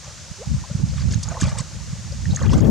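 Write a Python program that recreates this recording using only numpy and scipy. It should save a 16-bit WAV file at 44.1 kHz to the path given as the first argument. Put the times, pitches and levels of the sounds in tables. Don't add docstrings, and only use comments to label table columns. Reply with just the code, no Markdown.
import sys
import numpy as np
from scipy import signal
from scipy.fft import rfft, irfft, next_fast_len
from scipy.io import wavfile
from scipy.ndimage import uniform_filter1d, minimum_filter1d, map_coordinates

SR = 44100
rng = np.random.default_rng(int(sys.argv[2]) if len(sys.argv) > 2 else 0)


def store_wav(level_fs):
    pcm = np.round(np.clip(np.atleast_2d(level_fs), -1, 1) * 32767)
    wavfile.write(sys.argv[1], SR, pcm.T.astype(np.int16))


N = 119070

# (frequency [Hz], density [dB per Hz])
HISS_SPECTRUM = [(150, -22.5), (273, -9), (413, -11), (563, -5), (810, -11), (1110, -8.5), (3400, -9),
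                 (6670, -1.5), (15600, -40.5)]
# (frequency [Hz], correlation [-1 to 1])
HISS_CORRELATION = [(200, 0.84), (1700, 0.86), (5000, 0.73), (12000, 0)]
# (time [s], left level [dB], right level [dB])
GUST_LEVELS = [(0, -36, -42.5), (.3, -43, -42), (0.451, -38.5, -36.5), (0.504, -16.5, -29.5),
               (0.629, -32, -20.5), (.68, -29.5, -65), (0.803, -22, -15.5), (.95, -25.5, -32.5),
               (1.08, -25.5, -16.5), (1.178, -22.5, -14.5), (1.23, -34, -38.5), (1.32, -36.5, -22),
               (1.4, -26, -31.5), (1.46, -24, -23), (1.62, -34.5, -24), (1.8, -32.5, -32),
               (1.86, -27.5, -24), (2.05, -32, -30.5), (2.251, -30.5, -24), (2.303, -13.5, -16.5),
               (2.361, -23.5, -35), (2.408, -19.5, -12.5), (2.441, -10.5, -17), (2.562, -6.5, -8),
               (2.59, -31, -7), (2.609, -1, -14), (2.7, -2, -6)]
# (frequency [Hz], density [dB per Hz])
RUMBLE_SPECTRUM = [(20, -67), (54, 3), (135, 1.5), (209, -8.5), (264, -23), (330, -27), (430, -68)]
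# (frequency [Hz], density [dB per Hz])
EDGE_SPECTRUM = [(100, -47), (200, 7.5), (350, -4), (800, -19.5), (2500, -54)]
# (start [s], nominal peak, mean of both ports [dB], left minus right [dB])
WIND_THUMPS = [(0.312, -26, -11), (0.472, -27, -27.5), (0.513, -23, 29), (0.537, -20.5, 15.5),
               (0.711, -16, 3), (0.75, -12.5, -11), (0.835, -4, -10), (0.894, -17, -2), (1.052, -12, -9),
               (1.085, -15.5, -8.5), (1.156, -17.5, -22), (1.421, -14, -5), (1.434, -15.5, -24.5),
               (1.479, -15, -9), (1.527, -13.5, 0), (1.604, -18.5, -11), (1.93, -17, -5), (2.325, -15, 21)]
# (time [s], peak [dB])
MEMBRANE_SNAPS = [(2.5025, -11), (2.581, -17), (2.585, -11), (2.6135, -11), (2.623, -9), (2.642, -12),
                  (2.655, -14), (2.673, -12), (2.681, -11)]
# (start [s], length [s], rms over the length before colour [dB], median grain pitch [Hz])
SPLASH_CLOUDS = [(0.028, 0.1, -52, 1200), (0.958, 0.08, -45.5, 2595), (1.107, 0.045, -41.5, 5480),
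                 (1.228, 0.017, -37.5, 6080), (1.241, 0.21, -42, 1070), (1.398, 0.055, -38.5, 5600),
                 (1.41, 0.076, -38, 2213), (1.454, 0.18, -42, 1110), (1.457, 0.05, -44.5, 5340),
                 (1.575, 0.038, -40, 4450), (2.32, .025, -41.5, 790), (2.345, 0.025, -48, 5620),
                 (2.372, 0.26, -38.5, 1526), (2.498, 0.057, -39.5, 5330), (2.6, 0.064, -38, 2090)]
# (frequency [Hz], gain [dB])
SPRAY_COLOUR = [(1000, 1.5), (3000, 1), (6500, 9.5), (9000, 1.5), (15000, -25)]
# (start [s], level before DROP_TRIM_DB [dB], pitch [Hz])
DROPLETS = [(0.0432, -20, 5830), (0.8852, -24, 5270), (0.9092, -23, 4570), (1.016, -19, 4500),
            (1.122, -18, 6860), (1.1428, -16, 6350), (1.234, -18.5, 4620), (1.2869, -12, 6700),
            (1.4108, -11, 7400), (1.4394, -19, 4970), (1.5847, -11, 7800), (1.6037, -17, 7400),
            (2.122, -22, 4850), (2.3082, -20, 3840), (2.319, -19, 3940), (2.3477, -19, 6480),
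            (2.361, -7.5, 6320), (2.424, -19.5, 6560), (2.457, -26.5, 3750), (2.494, -13.5, 3020),
            (2.5182, -15.5, 5130), (2.54, -31, 6660), (2.605, -12, 6330)]
# (start [s], nominal peak [dB], starting pitch [Hz])
LOW_BUBBLES = [(0.043, -34, 975), (0.077, -35, 560), (0.639, -26.5, 970), (0.699, -30, 554),
               (1.136, -26, 1613), (1.285, -31, 1075), (1.318, -20.5, 664), (1.351, -26, 657),
               (1.369, -17.5, 1012), (1.416, -19.5, 1640), (1.43, -21, 1080), (1.47, -26.5, 575),
               (1.516, -26.5, 1116), (1.594, -24.5, 1020), (2.122, -31.5, 545), (2.255, -23, 1770),
               (2.371, -22, 1715), (2.415, -20.5, 1060), (2.467, -32, 1100)]
# (start [s], nominal peak [dB], starting pitch [Hz], 60 dB decay [s])
HAND_PLOP = [(1.422, -8, 254, 0.032)]
# (start [s], length [s], from [Hz], to [Hz], peak [dB], lateness of sweep [exponent])
CAVITY_GULPS = [(.385, .07, 380, 1500, -30.5, 2.3), (2.514, .04, 700, 1700, -24.5, 1.1)]

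HISS_DB = -41.5
LUMP_DB, LUMPS_PER_S = 4.5, 28
EDGE_DB, EDGE_REF_GUST_DB = -19, -9.5
EDGE_DB_PER_GUST_DB = 1.98
THUMP_HZ, THUMP_WIDTH_CYCLES, THUMP_DELAY_S = 138.8, 0.66, 0.0048
SNAP_HALF_WIDTH_S = .0002

TRICKLE_PER_S, TRICKLE_DB, TRICKLE_HZ = 280, -55.5, 1200
GRAINS_PER_S_PER_HZ = .6
GRAIN_T60_CYCLES = 35
GRAIN_OCTAVES, GRAIN_SCATTER_DB = .85, 5.5
DROP_PARTS, DROP_SPREAD, DROP_SMEAR_S = 5, 0.05, 0.003
DROP_TRIM_DB, DROP_PART_DB, DROP_T60_S = -8.5, -7, 0.016
BUBBLE_T60_CYCLES = 32
RISE = 0.13
ECHO_DB, ECHO_T60_S, ECHO_CORRELATION = -10, .035, 0.62

LIMIT_DB, HOLD_S, GLIDE_S, LAG_S = -5.5, .016, .008, .002
TOP_HZ = 15750


def amp(db):
    return 10 ** (np.asarray(db) / 20)


def unit(x):
    return x / np.sqrt(np.mean(x ** 2) + 1e-20)


def along(points, hz):
    f, v = np.transpose(points)
    return np.interp(np.log(hz + 1), np.log(f + 1), v)


def wobble(knots_per_s):
    at = np.arange(N) * knots_per_s / SR
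    return np.array([map_coordinates(rng.standard_normal(1000), [at]) for _ in range(2)])


def filtered(x, response):
    m = next_fast_len(N + SR // 2)
    return irfft(rfft(x, m) * response(np.fft.rfftfreq(m, 1 / SR)), m)[..., :N]


def rush(spectrum, correlation):
    def mid_side_gain(hz):
        angle = np.arccos(np.clip(along(correlation, hz), -1, 1)) / 2
        return amp(along(spectrum, hz)) * [np.cos(angle), np.sin(angle)]

    mid, side = filtered(rng.standard_normal((2, N)), mid_side_gain)
    return unit(np.array([mid + side, mid - side]))


def pings(s, db, hz, t60, size):
    s, db, hz, t60 = (np.asarray(c)[:, None] for c in (s, db, hz, t60))
    t = np.arange(size) / SR
    envelope = amp(db - 60 * t / t60) * (1 - np.exp(-t * hz))
    wave = envelope * np.sin(2 * np.pi * hz * t * (1 + RISE * t / t60))
    at = np.round(s * SR).astype(int) + np.arange(size)
    return np.bincount(at.ravel(), wave.ravel(), N + SR)[:N]


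def hiss():
    return amp(HISS_DB) * rush(HISS_SPECTRUM, HISS_CORRELATION)


def gusts(gust_db):
    rumble = unit(amp(LUMP_DB * wobble(LUMPS_PER_S)) * rush(RUMBLE_SPECTRUM, [(100, 0.28)]))
    edge = unit(amp(LUMP_DB * wobble(2 * LUMPS_PER_S)) * rush(EDGE_SPECTRUM, [(100, 0.017)]))
    edge_db = EDGE_DB + EDGE_DB_PER_GUST_DB * (gust_db - EDGE_REF_GUST_DB)
    return amp(gust_db) * rumble + amp(edge_db) * edge


def thumps():
    t, out = np.arange(N) / SR, np.zeros((2, N))
    for (s, db, pan_db), turn in zip(WIND_THUMPS, rng.random((len(WIND_THUMPS), 2))):
        cycles = (t - s - THUMP_DELAY_S) * THUMP_HZ
        window = np.exp(-(cycles / THUMP_WIDTH_CYCLES) ** 2) * (np.abs(cycles) < 3)
        port_db = db + pan_db * np.array([[.5], [-.5]])
        out += amp(port_db) * window * np.cos(2 * np.pi * (cycles + turn[:, None]))
    return out


def snaps(gust_db):
    t, out = np.arange(N) / SR, np.zeros((2, N))
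    windward = gust_db == gust_db.max(0)
    for s, db in MEMBRANE_SNAPS:
        spike = amp(db) / (1 + ((t - s) / SNAP_HALF_WIDTH_S) ** 2)
        out -= spike * windward[:, [round(s * SR)]]
    return out


def wind():
    s, *levels = np.transpose(GUST_LEVELS)
    gust_db = np.array([np.interp(np.arange(N) / SR, s, db) for db in levels])
    return gusts(gust_db) + thumps() + snaps(gust_db)


def spray(start, length, db, hz, per_s):
    when, pitch_draw, level_draw = rng.random((1200, 3))[:int(per_s * length) + 1].T
    octaves = GRAIN_OCTAVES * np.log(pitch_draw / (1 - pitch_draw)) / 2
    pitch = np.clip(hz * 2 ** octaves, 520, 10500)
    swell_db = 10 * np.log10(np.sin(np.pi * when ** 0.79) + 0.087)
    grain_db = swell_db - GRAIN_SCATTER_DB * np.log(level_draw + 0.072)
    x = pings(start + length * when, grain_db, pitch, GRAIN_T60_CYCLES / pitch, size=500)
    return amp(db) * unit(x) * np.sqrt(length * SR / N)


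def trickle():
    return spray(0, N / SR, TRICKLE_DB, TRICKLE_HZ, TRICKLE_PER_S)


def splashes():
    return sum(spray(*row, GRAINS_PER_S_PER_HZ * row[-1]) for row in SPLASH_CLOUDS)


def droplets():
    s, db, hz = np.transpose(DROPLETS)[:, :, None]
    u = rng.random((len(DROPLETS), 2, DROP_PARTS)) * (np.arange(DROP_PARTS) > 0)
    late, detune_draw = u[:, 0], u[:, 1]
    neighbour = late > 0
    part_s = s + DROP_SMEAR_S * late
    part_db = db + DROP_TRIM_DB + DROP_PART_DB * neighbour
    detune = DROP_SPREAD * np.tan(np.pi * .8 * (detune_draw - .5)) * neighbour
    parts = part_s, part_db, hz * (1 + detune)
    return pings(*(p.ravel() for p in parts), np.full(late.size, DROP_T60_S), size=2000)


def bubbles():
    s, db, hz = np.transpose(LOW_BUBBLES)
    return pings(s, db, hz, BUBBLE_T60_CYCLES / hz, size=5000)


def plop():
    return pings(*np.transpose(HAND_PLOP), size=5000)


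def gulp(start, length, lo_hz, hi_hz, db, bend):
    u = np.clip((np.arange(N) / SR - start) / length, 0, 1)
    phase = 2 * np.pi * np.cumsum(lo_hz * (hi_hz / lo_hz) ** u ** bend) / SR
    swell_db = -14 * np.abs(np.sin(np.pi * (u - .5))) ** 1.2
    fade = np.abs(np.sin(np.pi * u)) ** 0.11 * (u > 0) * (u < 1)
    return amp(db + swell_db) * fade * np.sin(phase)


def echo(x):
    t = np.arange(SR // 8) / SR
    mid, side = rng.standard_normal((2, len(t))) * amp(-60 * t / ECHO_T60_S)
    side_gain = np.sqrt((1 - ECHO_CORRELATION) / (1 + ECHO_CORRELATION))
    tail = mid + np.array([[1], [-1]]) * side_gain * side
    return amp(ECHO_DB) * signal.fftconvolve(x[None], tail / np.linalg.norm(tail[0]), axes=1)[:, :N]


def water():
    foam = filtered(splashes() + trickle(), lambda hz: amp(along(SPRAY_COLOUR, hz)))
    direct = foam + droplets() + plop() + bubbles()
    return direct + sum(gulp(*row) for row in CAVITY_GULPS) + echo(direct)


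def scene():
    return water() + wind() + hiss()


def record(dry):
    heard = np.abs(uniform_filter1d(dry, int(LAG_S * SR))).max(0)
    need = np.minimum(1, amp(LIMIT_DB) / (heard + 1e-9))
    held = minimum_filter1d(need, int(HOLD_S * SR) + 1)
    gain = uniform_filter1d(held, int(GLIDE_S * SR) + 1)
    return filtered(dry * gain, lambda hz: hz < TOP_HZ)


dry = scene()
out = record(dry)
store_wav(out)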